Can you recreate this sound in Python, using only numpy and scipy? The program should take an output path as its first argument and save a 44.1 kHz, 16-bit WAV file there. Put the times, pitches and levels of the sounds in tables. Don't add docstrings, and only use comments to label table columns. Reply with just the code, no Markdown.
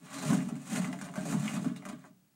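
import sys
import numpy as np
from scipy import signal
from scipy.io import wavfile
from scipy.ndimage import uniform_filter1d

SR = 44100
rng = np.random.default_rng(int(sys.argv[2]) if len(sys.argv) > 2 else 0)


def master_out(mix):
    frames = np.transpose(np.atleast_2d(mix))
    ceiling = np.clip(frames, -1, 1)
    pcm = np.round(ceiling * 32767).astype(np.int16)
    wavfile.write(sys.argv[1], SR, pcm)


N = 103635
T = np.arange(N) / SR


# peak_s, rise_s, fall_s, rustle_db, scrape_db (all table levels are relative)
HAND_PUSHES = [(0.151, 0.076, 0.072, -52, -40.5), (0.287, 0.099, 0.089, -42.5, -35.5),
               (.41, 0.019, 0.098, -56.5, -46.5), (.51, 0.06, 0.097, -66, -50.5),
               (0.629, 0.043, 0.03, -59.5, -60), (.755, 0.07, 0.033, -42, -37.5),
               (.85, 0.12, 0.065, -50, -43), (.96, 0.075, 0.028, -63.5, -52),
               (1.04, 0.087, 0.11, -58.5, -47), (1.18, 0.0257, 0.053, -52.5, -42),
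               (1.306, 0.072, 0.084, -47, -42.5), (1.459, 0.11, 0.1, -48, -41.5),
               (1.56, 0.086, 0.057, -51, -42), (1.664, 0.065, 0.15, -62, -48.5),
               (1.894, 0.034, 0.04, -59, -43), (1.93, 0.016, 0.016, -65, -47.5),
               (2.054, 0.19, 0.039, -69.5, -59)]
def hand_effort(layer):
    drop_db, roundness = -11, 1.08
    power = np.zeros(N)
    for peak, rise, fall, rustle_db, scrape_db in HAND_PUSHES:
        peak_db = {"rustle": rustle_db, "scrape": scrape_db}[layer]
        away = abs((T - peak) / np.where(T < peak, rise, fall))
        power += amp(peak_db + drop_db * away ** roundness) ** 2
    return np.sqrt(power)


# frequency_hz, level_db
RUSTLE_TONE = [(100, -93.5), (600, 7), (1500, -3.5), (2600, -0.5), (3200, -6.5), (4000, -5), (5000, -8),
               (5800, -4.5), (6800, 0.5), (8800, -1), (10500, -9), (13000, -15), (16000, -18.5)]
def rustle():
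    friction = slips(per_s=3000, spread_db=2.5) * clumps(per_s=200, depth_db=3.5)
    return amp(1.48) * through(friction * hand_effort("rustle"), colour(RUSTLE_TONE))


# frequency_hz, level_db
SCRAPE_TONE = [(30, -47), (90, -8), (300, 9.5), (420, -35.5), (495, -25), (600, 2.5), (1000, -5.5),
               (1650, 1), (2600, -9.5), (3300, -9), (6000, -20.5), (16000, -63)]
def scrape():
    friction = slips(per_s=1800, spread_db=2.0) * clumps(per_s=130, depth_db=2.0)
    return amp(-5.6) * through(friction * hand_effort("scrape"), colour(SCRAPE_TONE))


# frequency_hz, level_db
KNOCK_TONE = [(30, -38), (300, 16.5), (490, -14), (620, 7.5), (1000, 0), (1700, 2.5), (2700, -3),
              (3500, -11), (6000, -7), (16000, -31)]
# frequency_hz, level_db
WOOD_TONE = [(30, -54), (300, -11.5), (420, -7.5), (495, -28.5), (570, 0), (640, 3.5), (830, -9),
             (1000, -9), (1400, -12), (3000, -40.5), (16000, -47)]
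# start_s, knock_db, snap_db, wood_db, pitch_hz
COLLISIONS = [(0.2264, -47, -45, -38, 1600), (0.2985, -40, -58.5, -27.5, 1010),
              (0.3311, -31, -37, -35.5, 970), (0.371, -50, -60, -50, 1000), (0.4052, -39.5, -56, -45, 2120),
              (0.388, -37, -69, -49, 1610), (0.4877, -43.5, -48, -37.5, 990),
              (0.5551, -46.5, -54.5, -53, 1490), (0.7135, -41, -47, -43.5, 2300),
              (0.7595, -30, -57, -38, 1690), (0.777, -34, -49, -42, 1480), (0.819, -39, -44.5, -45, 1200),
              (0.845, -32.5, -71, -39, 2200), (0.8724, -56, -53, -44, 1220), (0.897, -55, -67, -43.5, 1000),
              (0.9283, -33.5, -46, -42, 1670), (0.989, -43, -49.5, -55, 1730),
              (1.0132, -33, -43, -50, 1194), (1.059, -44, -52.5, -43, 1470),
              (1.0879, -41.5, -73, -46.5, 1150), (1.1393, -38, -51, -46, 1090),
              (1.1563, -40, -43.5, -36.5, 1490), (1.1749, -39, -72, -35, 1540),
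              (1.2538, -54, -42, -40.5, 1180), (1.3243, -34, -48, -31.5, 1330),
              (1.4606, -37, -48.5, -54, 1260), (1.479, -28, -52, -53, 2600),
              (1.5344, -37.5, -45.5, -39, 1430), (1.563, -48, -45, -36, 1190),
              (1.6444, -43, -46.5, -35, 1030), (1.7621, -44, -49, -55, 1520),
              (1.8228, -47.5, -63, -48.5, 1610), (1.8528, -36.5, -46, -39.5, 1270),
              (1.8878, -41, -44.5, -44, 1180), (2.0412, -49.5, -83, -49, 1540)]
def clicks():
    knocks, snaps = np.zeros((2, N))
    for start, knock_db, snap_db, wood_db, hz in COLLISIONS:
        hit = contact(decay_s=0.0027, size=8192)
        hit[0] += amp(-4.5)
        pitched = resonate(hit, hz, width_hz=800)
        knock = through(pitched + amp(-17.5) * hit, colour(KNOCK_TONE))
        wood = through(contact(decay_s=0.024, size=8192), colour(WOOD_TONE))
        struck = amp(knock_db + 18) * knock / np.linalg.norm(knock) + amp(wood_db + 24) * wood
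        add(knocks, start, room(walls(struck), tail_db=-12.5, echo_db=-5.5, echo_s=0.012))
        add(snaps, start, amp(snap_db + 21.5) * contact(decay_s=0.0057))
    return knocks, through(snaps, colour(RUSTLE_TONE))


# frequency_hz, level_db
THUD_TONE = [(15, -13.5), (38, 9), (60, -11.5), (100, -17), (200, -30.5), (1000, -67)]
# start_s, blow_db, thud_db, pitch_hz
HEAVY_BUMPS = [(0.252, -29.5, -85, 168), (0.271, -32.5, -85, 170), (0.299, -19.5, -85, 191),
               (0.323, -21, -81, 228), (0.343, -23, -85, 230), (0.383, -29.5, -76, 219),
               (0.402, -33.5, -90, 223), (0.467, -29, -64, 227), (0.521, -31, -80, 240),
               (0.773, -24.5, -81, 192), (0.836, -34, -65, 167), (1.019, -37, -69, 197),
               (1.175, -28.5, -65, 190), (1.296, -30, -65, 196), (1.318, -29, -73, 210),
               (1.341, -25, -63, 200.6), (1.37, -35, -88, 204), (1.391, -28.5, -87.5, 158),
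               (1.537, -26, -86, 189.5), (1.566, -27, -79, 217), (1.66, -26, -66, 255),
               (1.712, -30.5, -82, 249), (1.855, -40.5, -70, 186), (1.891, -36.5, -73, 202),
               (1.928, -37.5, -89.5, 260)]
def bumps():
    blows, thuds = np.zeros((2, N))
    t = T[:SR // 10]
    rise_s = 0.0069
    swell = (t / rise_s * np.exp(1 - t / rise_s)) ** 2
    for start, blow_db, thud_db, hz in HEAVY_BUMPS:
        add(blows, start, amp(blow_db) * swell * np.sin(2 * np.pi * hz * t))
        add(thuds, start, amp(thud_db + 29) * contact(decay_s=0.0194))
    return blows, through(thuds, colour(THUD_TONE))


# start_s, length_s, level_db, pitch_hz
DRAGS = [(0.155, 0.043, -38.5, 252.6), (0.708, 0.052, -31.5, 260.6), (0.863, 0.07, -34, 260),
         (1.413, 0.086, -31.5, 214.3)]
def judders():
    out = np.zeros(N)
    for start, length, db, hz in DRAGS:
        swell = np.sqrt(np.hanning(int(length * SR)))
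        waver = unit(uniform_filter1d(rng.standard_normal(N), size=400))[:len(swell)]
        pitch_hz = hz * (1 + 0.065 * waver)
        add(out, start, amp(db) * swell * np.sin(2 * np.pi * np.cumsum(pitch_hz) / SR))
    return out


# time_s, level_db
SHIFTING_WEIGHT = [(0.0, -46.5), (0.08, -51), (0.33, -22.5), (0.43, -40.5), (0.54, -34.5), (0.6, -54.5),
                   (0.68, -41.5), (0.74, -28.5), (0.92, -40.5), (0.95, -46), (1.16, -44.5), (1.18, -41),
                   (1.25, -30.5), (1.34, -24.5), (1.41, -48), (1.65, -29.5), (1.66, -40.5), (1.8, -41.5),
                   (1.94, -43.5), (2.02, -64.5), (2.09, -54.5), (2.3, -104)]
# pitch_hz, level_db, ring_s
BOX_NOTES = [(124.3, -17, 0.62), (145.8, -7, 0.5), (164.1, -1.5, 0.29), (184.7, -0.5, 0.41),
             (214.6, -8, 0.31), (222.8, -2, 0.24), (256.9, -4.5, 0.33), (281.4, -2, 0.16),
             (415.7, -13, 0.16), (434, -15, 0.23)]
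def boom():
    weight = amp(np.interp(T, *np.transpose(SHIFTING_WEIGHT)))
    shifting = amp(-4) * slips(per_s=1300, spread_db=2.3) * weight
    blows, thuds = bumps()
    bending = blows + judders()
    ringing = through(shifting + amp(-24) * bending, ring(BOX_NOTES))
    bass_cut = signal.butter(4, 118, "highpass", fs=SR, output="sos")
    return signal.sosfilt(bass_cut, ringing + amp(1.5) * bending) + thuds


# pitch_hz, level_db
WALL_NOTES = [(418, 4), (590, -15.5), (633, -0.5), (687, 0), (767, -14.5), (825, 2), (895, 2), (986, 4.5),
              (1143, 4.5), (1197, 5.5), (1590, 9.5), (2008, 7), (2523, 11), (2797, 17)]
def walls(x):
    ring_s = 0.09
    spot_db = 7 * np.clip(rng.standard_normal(len(WALL_NOTES)), -2, 1)
    notes = [(hz, db + change, ring_s) for (hz, db), change in zip(WALL_NOTES, spot_db)]
    return amp(-3) * x + amp(-14.5) * through(x, ring(notes))


# start_s, length_s, level_db, pitch_hz
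SMOOTH_RUBS = [(0.127, 0.17, -53.5, 4020), (1.752, 0.045, -59, 3860)]
def squeaks():
    out = np.zeros(N)
    for start, length, db, hz in SMOOTH_RUBS:
        swell = np.sqrt(np.hanning(int(length * SR)))
        friction = (rng.standard_normal(N) * clumps(per_s=130, depth_db=1))[:len(swell)]
        add(out, start, amp(db) * swell * unit(resonate(friction, hz, width_hz=420)))
    return out


# frequency_hz, fade_s
STUDIO_FADE = [(150, 0.98), (600, 0.15), (2000, 0.16), (8000, 0.1), (16000, 0.048)]
def room(x, tail_db, echo_db, echo_s):
    count = 24
    delays_s = rng.uniform(0.08, 1, count) * echo_s
    echoes = np.zeros(SR // 10)
    echoes[(delays_s * SR).astype(int)] = rng.choice([-1., 1.], count)
    late_noise = rng.standard_normal(SR // 2) * (T[:SR // 2] > 0.008)
    hz, t, bands = signal.stft(late_noise, SR, nperseg=256)
    fade = np.exp(-np.log(1000) * t / read(STUDIO_FADE, hz)[:, None])
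    tail = signal.istft(bands * fade, SR)[1]
    return x + amp(echo_db) * through(x, echoes) + amp(tail_db) * through(x, tail)


# frequency_hz, level_db
HUSH_TONE = [(25, -6.5), (70, -16.5), (150, 13), (250, 1.5), (450, -6.5), (1000, -7.5), (4000, -13),
             (8000, -11.5), (15000, -16)]
def hush():
    return amp(-72) * through(rng.standard_normal(N), colour(HUSH_TONE))


def monitor_whine(pitch_hz=15734):
    return amp(-75) * np.sin(2 * np.pi * pitch_hz * T)


def slips(per_s, spread_db):
    size = amp(spread_db * np.minimum(rng.exponential(1, N), 4))
    return unit(size * rng.choice([-1., 1.], N) * (rng.random(N) < per_s / SR))


def clumps(per_s, depth_db):
    heights = np.clip(rng.standard_normal(1024), -2, 2)
    return unit(amp(depth_db * np.interp(T * per_s, np.arange(len(heights)), heights)))


def contact(decay_s, size=4096):
    burst = rng.choice([-1., 1.], size) * np.exp(-T[:size] / decay_s)
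    return burst / np.linalg.norm(burst)


def ring(notes):
    t = T[:SR // 2]
    return sum((-1) ** k * amp(db) * np.sin(2 * np.pi * hz * t) * np.exp(-np.log(1000) * t / ring_s)
               for k, (hz, db, ring_s) in enumerate(notes))


def resonate(x, hz, width_hz):
    r = np.exp(-np.pi * width_hz / SR)
    y = signal.lfilter([1, 0, -1], [1, -2 * r * np.cos(2 * np.pi * hz / SR), r * r], x)
    return y / np.linalg.norm(y)


def colour(tone, size=8192):
    hz = abs(np.fft.fftfreq(size, 1 / SR))
    log_gain = np.log(amp(read(tone, hz)))
    spectrum = np.exp(np.conj(signal.hilbert(log_gain)))
    return np.fft.ifft(spectrum).real[:size // 2]


def through(x, response):
    return signal.fftconvolve(x, response / np.linalg.norm(response))[:len(x)]


def read(table, hz):
    row_hz, value = np.transpose(table)
    return np.interp(np.log(hz + 1), np.log(row_hz + 1), value)


def add(mix, start_s, sound):
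    part = mix[max(round(start_s * SR), 0):][:len(sound)]
    part += sound[:len(part)]


def amp(db):
    return 10 ** (np.asarray(db) / 20)


def unit(x):
    return x / np.sqrt(np.mean(x ** 2) + 1e-20)


def scene():
    knocks, snaps = clicks()
    scraping = room(walls(scrape()), tail_db=-7, echo_db=-5.5, echo_s=0.0087)
    crackle = room(amp(-1) * (rustle() + snaps), tail_db=-6.5, echo_db=-1.5, echo_s=0.014)
    background = hush() + monitor_whine()
    return (knocks + scraping + crackle + squeaks() + boom() + background)[None]


def record(dry):
    treble_cut = signal.firwin(511, cutoff=15800, window=("kaiser", 9), fs=SR)
    return signal.oaconvolve(dry, treble_cut[None], "same")


dry = scene()
out = record(dry)
master_out(out)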